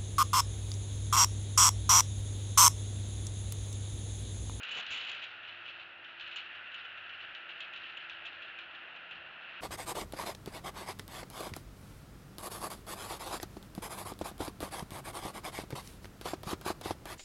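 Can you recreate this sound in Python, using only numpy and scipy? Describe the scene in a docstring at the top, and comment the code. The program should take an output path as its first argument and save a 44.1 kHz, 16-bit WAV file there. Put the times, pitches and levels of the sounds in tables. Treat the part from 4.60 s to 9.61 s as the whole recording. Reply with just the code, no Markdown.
"""From the start an eagle shoves itself round on a nest of dry grass (random clicks ringing through
resonances), in bursts that are over soon after 1 s; soft thuds (low noise) come and go to the end.
Then it settles: stalks go on creaking and snapping (click bursts), and the bedding crackles as it leans.
Behind it all a far road hisses and roars (shaped noise); engines hum (wavering tones), one rising late.
The small camera microphone rings near 3 kHz, overloads on loud crackles and passes little above 8 kHz."""
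import sys
import numpy as np
from scipy import signal
from scipy.fft import rfft, irfft
from scipy.io import wavfile
from scipy.ndimage import uniform_filter1d

SR = 44100
rng = np.random.default_rng(int(sys.argv[2]) if len(sys.argv) > 2 else 0)


def store_wav(level_fs):
    """Save 16-bit WAV to argv[1]."""
    pcm = np.round(np.clip(np.atleast_2d(level_fs), -1, 1) * 32767)
    wavfile.write(sys.argv[1], SR, pcm.T.astype(np.int16))


N = 220884
TIME = np.arange(N) / SR

# Spectrum of the road, shared by hiss and roar: f/Hz, relative level/dB
ROAD_SPECTRUM = [(20, -31), (60, -22), (300, -16.5), (450, -16), (650, -8), (1000, -12), (1190, -9.5),
                 (1370, 0), (1750, -1.5), (2230, -8), (2720, 1.5), (3250, -10.5), (4100, -24), (5100, -38),
                 (7500, -58)]
# Swell of the tyre hiss as traffic flows, before the trim in road(): t/s, level/dB
TRAFFIC_FLOW = [(0.35, -50), (0.75, -52), (1.38, -54.5), (1.92, -50.5), (2.5, -50.4), (2.95, -51),
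                (3.4, -50.5), (4.2, -52), (4.7, -53), (5, -51.5)]
# Three far engines, before the trim in engine(): t/s, f/Hz (mean pitch), level/dB
LOW_ENGINE_CURVE = [(0.4, 102, -77.5), (0.82, 104.5, -76), (1.7, 96.1, -83), (2.65, 92.5, -77),
                    (2.95, 92.2, -96), (3.3, 91.7, -97), (3.6, 90.9, -78), (4.05, 89.6, -80.5)]
RISING_ENGINE_CURVE = [(2.75, 155.7, -86), (4.95, 172.2, -78)]
WHINE_CURVE = [(0.1, 332, -79), (0.65, 342.8, -81), (1.0, 344, -77), (1.8, 341.9, -74), (2.05, 349, -81.5),
               (2.9, 341.6, -75.5), (4.1, 338.3, -73), (4.4, 334.7, -80), (5, 341.7, -79.5)]
# Resonances of the camera housing, heard in every crackle: f/Hz, width/Hz, level/dB
HOUSING_RESONANCES = [(1450, 390, -8.5), (1780, 400, -8.5), (2628, 388, 1.5), (2878, 111, 2.5),
                      (2974, 43, 6.5), (3270, 46.7, 3), (3385, 220, -6.5), (3940, 207, -5.5),
                      (4140, 190, -7.5), (4760, 38, -22), (5700, 300, -42.5)]
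# The nest gives under the bird's weight: t/s, half length/s, level/dB
WEIGHT_THUDS = [(0.168, 0.064, -79), (0.306, 0.024, -64.5), (1.616, 0.064, -74.5), (1.98, 0.057, -79),
                (2.678, 0.038, -70.5), (3.201, 0.076, -76.5), (4.57, 0.034, -69.5), (4.664, 0.037, -74.5)]
# The bird leans on the bedding: t/s, half length/s, crackle level/dB
BEDDING_LEANS = [(0.91, 0.043, -51), (1.7, 0.094, -48.5), (1.94, 0.037, -53.5), (2.42, 0.04, -61),
                 (2.645, 0.016, -53), (3.26, 0.07, -51), (4.95, 0.15, -57.5)]
# Single stalks break, before the trims in snaps(): t/s, level/dB, stalk ring f/Hz, brittle top level/dB
STALK_SNAPS = [(0.032, -39.5, 2800, -4), (0.086, -42.5, 2870, -10), (0.111, -39, 2750, -16),
               (0.265, -46.5, 2700, 3), (0.302, -47.5, 2600, -17), (0.485, -41.5, 2800, -15),
               (0.584, -59, 2880, -18), (0.625, -42, 2820, -16), (0.641, -47.5, 2620, 3),
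               (0.832, -49, 2750, -7), (0.85, -47, 2800, -15), (1.057, -46, 2890, -19),
               (1.081, -44.5, 2650, -11), (1.198, -47.5, 2700, -21), (1.445, -48.5, 2700, -3),
               (1.597, -46.5, 2640, -1), (1.609, -49, 2700, 1.5), (1.76, -39, 2870, -3),
               (1.769, -48, 2740, 4.5), (1.786, -45.5, 2870, -24), (1.801, -48, 3070, -22),
               (2.118, -47.5, 2995, -10), (2.144, -44, 2860, -16), (2.15, -49, 2660, -13),
               (2.246, -47.5, 2970, -8.5), (2.375, -48, 2980, -11), (2.438, -55, 2980, -9),
               (2.494, -47, 2930, -5), (2.535, -50, 2760, -16), (2.605, -47.5, 2890, -17),
               (2.749, -49, 3000, 2), (2.891, -42, 2800, -14), (3.005, -41, 3130, -19),
               (3.136, -46.5, 2760, -3.5), (3.162, -50.5, 2510, 2.5), (3.37, -42.5, 3020, -9),
               (3.497, -44.3, 2580, -2), (3.506, -50, 3180, -12), (3.652, -44, 2500, -9),
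               (3.663, -45.5, 2620, -3.5), (3.821, -46.5, 2560, -7.5), (3.849, -50, 3130, -10),
               (3.988, -43, 2420, -13), (4.014, -50, 2970, -24), (4.15, -52.5, 2900, 1),
               (4.362, -51, 2403, -5), (4.511, -44.5, 2740, -13.5)]
# The bird shoves itself round: peak t/s, rustle level/dB, crunch level/dB, build-up/(dB/s), decay/(dB/s)
BODY_SHOVES = [(0.189, -36.8, -49.5, 104, 194), (0.32, -35, -56, 400, 54.5),
               (0.495, -41.5, -58, 302, 100.5), (1.095, -48.5, -62, 151, 300)]

# The roar ebbs to its lowest level at the dip, rising evenly away from it on both sides
ROAR_DB, ROAR_DIP_S, ROAR_SWELL_DB_PER_S = -62.5, 1.8, 0.9
RESTING_DB = -64.5  # crackle under the bird's weight alone
LOOSENED_DB, SETTLE_S = -7, 0.075  # crackle after a snap: level against the snap's listed level, decay
# A snap of the reference level splinters this long; the time doubles with every further step in dB
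SPLINTER_S, SPLINTER_DB, SPLINTER_DOUBLES_DB = 0.014, -48, 23
FAINT_COUNT, FAINT_DB, FAINT_RING_HZ = 16, -52.5, (2500, 2940)  # mean level, before the trim in snaps()
CRUNCH_DEPTH = 1.35  # the crunch swings this many dB per dB of rustle
OVERLOAD_DB, ELECTRONICS_DB = -34.3, -95  # microphone ceiling, noise floor before the last filter
CAMERA_RATE, CAMERA_TOP_HZ, CUTOFF_HZ = 16000, 7380, 15800  # sample rate in Hz, two low-pass corners


def from_db(db):
    """Decibels to gain."""
    return 10 ** (np.asarray(db) / 20)


def rms_one(x):
    """Scale to rms 1."""
    return x / np.sqrt(np.mean(x ** 2) + 1e-20)


def evened(x, size=SR // 40):
    """Hold rms near 1 over 25 ms, so the push of the body, not chance, sets the loudness."""
    return x / np.sqrt(uniform_filter1d(x ** 2, size) + 1e-9)


def in_time(rows):
    """Draw each column of a curve out to every sample."""
    s, *columns = np.transpose(rows)
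    return [np.interp(TIME, s, column) for column in columns]


def during(rows):
    """Gain 1 while a curve lasts, with 0.1 s fades outside both ends."""
    first, last = rows[0][0], rows[-1][0]
    return np.interp(TIME, [first - .1, first, last, last + .1], [0, 1, 1, 0])


def swells(rows):
    """Gain of smooth bell-shaped pushes that come and go."""
    return sum(from_db(db) * np.exp(-.5 * ((TIME - s) / half) ** 2) for s, half, db in rows)


def cut(x, hz, kind, order=2):
    """Butterworth filter."""
    sos = signal.butter(order, hz, kind, fs=SR, output="sos")
    return signal.sosfilt(sos, x + 1e-18)


def drift(rate):
    """Slow random drift with rms 1: white noise that falls off above the rate in Hz."""
    hz = np.fft.rfftfreq(N, 1 / SR)
    spectrum = rfft(rng.standard_normal(N)) / (1 + (hz / rate) ** 2)
    return rms_one(irfft(spectrum, N))


def coloured_noise(spectrum):
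    """Steady noise with a given spectrum, rms 1."""
    points_hz, db = np.transpose(spectrum)
    hz = np.maximum(np.fft.rfftfreq(N, 1 / SR), 1)
    colour = from_db(np.interp(np.log(hz), np.log(points_hz), db))
    return rms_one(irfft(rfft(rng.standard_normal(N)) * colour, N))


def resonate(x, hz, width):
    """One two-pole resonance with gain about 1 at its peak."""
    r = np.exp(-np.pi * width / SR)
    feed = np.array([1, 0, -1]) * (1 - r * r) / 2
    back = [1, -2 * r * np.cos(2 * np.pi * hz / SR), r * r]
    return signal.lfilter(feed, back, x + 1e-18)


def road(split_hz=1150, hiss_db=3.0, sway_db=0.4):
    """Far tyres: a hiss above and a duller roar below swell separately; the hiss flutters slightly."""
    hiss_level, = in_time(TRAFFIC_FLOW)
    roar_level = ROAR_DB + ROAR_SWELL_DB_PER_S * np.abs(TIME - ROAR_DIP_S)
    hiss = rms_one(cut(coloured_noise(ROAD_SPECTRUM), split_hz, "high", order=8))
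    roar = rms_one(cut(coloured_noise(ROAD_SPECTRUM), split_hz, "low", order=8))
    hiss_gain = from_db(hiss_level + hiss_db + sway_db * drift(16))
    return hiss_gain * hiss + from_db(roar_level) * roar


def engine(rows, gain_db, octave_db, waver_db=1.3, wobble_hz=0.82):
    """A far engine tone and its octave, wavering on the way through the air."""
    hz, level_db = in_time(rows)
    phase = 2 * np.pi * np.cumsum(hz + wobble_hz * drift(4.8)) / SR
    tone = rms_one(np.sin(phase) + from_db(octave_db) * np.sin(2 * phase))
    gain = from_db(level_db + gain_db + waver_db * drift(5.8))
    return during(rows) * gain * tone


def thuds(low_hz=40, high_hz=150):
    """Soft pushes of the body carried through the nest: swells of low noise."""
    rumble = rms_one(cut(rng.standard_normal(N), [low_hz, high_hz], "band"))
    return swells(WEIGHT_THUDS) * rumble


def housing(clicks, top_hz):
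    """Clicks ring in the camera housing; the deeper in the nest they start, the lower their top."""
    rings = 0
    for k, (hz, width, db) in enumerate(HOUSING_RESONANCES):
        rings = rings + (-1) ** k * from_db(db) * resonate(clicks, hz, width)  # alternating polarity
    return cut(rings, top_hz, "low", order=4)


def fractures(per_s, spread_db, size):
    """Tiny breaks at random moments and of either sign: many weak, a few strong."""
    born = rng.random(size) < per_s / SR
    sign = rng.choice([-1, 1], size)
    return born * sign * from_db(spread_db * np.minimum(rng.exponential(1, size), 4))


def unrest():
    """Gain of the bedding's crackle: the resting weight, the leans, the settling after listed snaps."""
    settling = 0
    for s, db, *_ in STALK_SNAPS:
        decay = np.exp(-np.abs(TIME - s) / SETTLE_S)
        settling = settling + (TIME >= s) * (from_db(db + LOOSENED_DB) * decay) ** 2
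    return np.sqrt(from_db(RESTING_DB) ** 2 + swells(BEDDING_LEANS) ** 2 + settling)


def stir(top_hz=4250, slip_s=.018):
    """Muffled crackle of the bedding: each small slip starts at once and dies away."""
    slips = np.abs(fractures(per_s=32, spread_db=1.5, size=N))
    surge = .5 + signal.lfilter([1], [1, -np.exp(-1 / (slip_s * SR))], slips + 1e-18)
    # limit the surge, so that the crackle stays even and no random slip stands out
    clicks = np.tanh(surge / 1.8) * fractures(per_s=2000, spread_db=2.2, size=N)
    return unrest() * rms_one(cut(housing(clicks, top_hz), 1.4 * top_hz, "low"))


def faint_snaps(spread_db=2.0, top_db=-10):
    """More stalks give way weakly at random moments, in the columns of STALK_SNAPS."""
    return [(rng.uniform(0, N / SR), rng.normal(FAINT_DB, spread_db), rng.uniform(*FAINT_RING_HZ), top_db)
            for _ in range(FAINT_COUNT)]


def snaps(top_hz=4350, stalk_width=130, stalk_db=4, brittle_hz=3500, brittle_db=-2,
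          scatter_db=-18, scatter_s=0.06, gain_db=-1.35):
    """A stalk cracks and splinters for milliseconds; the sticks around scatter a short tail."""
    size, head = SR // 6, SR // 100  # whole snap, and the first 10 ms that set its level
    age, out = np.arange(size) / SR, np.zeros(N + size)
    for s, level_db, stalk_hz, bright_db in STALK_SNAPS + faint_snaps():
        lasts = SPLINTER_S * 2 ** ((level_db - SPLINTER_DB) / SPLINTER_DOUBLES_DB)
        clicks = fractures(per_s=3000, spread_db=2.0, size=size)
        clicks *= np.exp(-age / lasts) + from_db(scatter_db) * np.exp(-age / scatter_s)
        clicks[0] = 7.0  # the first break is by far the strongest
        stalk = from_db(stalk_db) * resonate(clicks, stalk_hz, stalk_width)
        body = housing(clicks + stalk, top_hz)
        # thin, dry stalks break brighter
        top = cut(housing(clicks, top_hz), brittle_hz, "high", order=6)
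        snap = body / body[:head].std() + from_db(bright_db + brittle_db) * top / top[:head].std()
        start = max(round(s * SR), 0)
        out[start:start + size] += from_db(level_db + gain_db) * snap
    return out[:N]


def shoving():
    """Gains of rustle and crunch: each shove builds to its peak and dies away, the crunch more steeply."""
    rustle = crunch = 0
    for s, rustle_db, crunch_db, rise, fall in BODY_SHOVES:
        eased = np.maximum(rise * (s - TIME), fall * (TIME - s))  # dB below the peak
        rustle = rustle + from_db(rustle_db - eased) ** 2
        crunch = crunch + from_db(crunch_db - CRUNCH_DEPTH * eased) ** 2
    return np.sqrt(rustle), np.sqrt(crunch)


def shuffle(top_hz=4250, crunch_hz=1350, crunch_low_hz=380):
    """Feathers drag over many stalks at once; the crushed layers below add a duller crunch."""
    rustle_gain, crunch_gain = shoving()
    rustle = evened(housing(fractures(per_s=1900, spread_db=3.0, size=N), top_hz))
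    crushing = fractures(per_s=4000, spread_db=2.0, size=N)
    dulled = cut(crushing, crunch_hz, "low", order=2)
    crunch = rms_one(cut(dulled, crunch_low_hz, "high", order=1))
    return rustle_gain * rustle + crunch_gain * crunch


def scene():
    """The road far off, the nest close by."""
    engines = engine(LOW_ENGINE_CURVE, gain_db=0.3, octave_db=-22.0)
    engines = engines + engine(RISING_ENGINE_CURVE, gain_db=2.5, octave_db=-2.5)
    engines = engines + engine(WHINE_CURVE, gain_db=1.5, octave_db=-27)
    nest = thuds() + stir() + snaps() + shuffle()
    return (road() + engines + nest)[None]


def record(dry):
    """The camera overloads at its low sample rate, so overtones of loud crackles fold back below 8 kHz."""
    top, knee = from_db(OVERLOAD_DB), 8  # a high knee bends late and hard
    sampled = signal.resample_poly(dry, CAMERA_RATE, SR, axis=1)
    squashed = sampled / (1 + np.abs(sampled / top) ** knee) ** (1 / knee)
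    played = signal.resample_poly(squashed, SR, CAMERA_RATE, axis=1)[:, :N]
    steep = signal.butter(18, CAMERA_TOP_HZ, fs=SR, output="sos")
    played = signal.sosfiltfilt(steep, played, padtype="constant")
    electronics = from_db(ELECTRONICS_DB) * rng.standard_normal(N)
    return cut(played + electronics, CUTOFF_HZ, "low", order=24)


dry = scene()
out = record(dry)
store_wav(out)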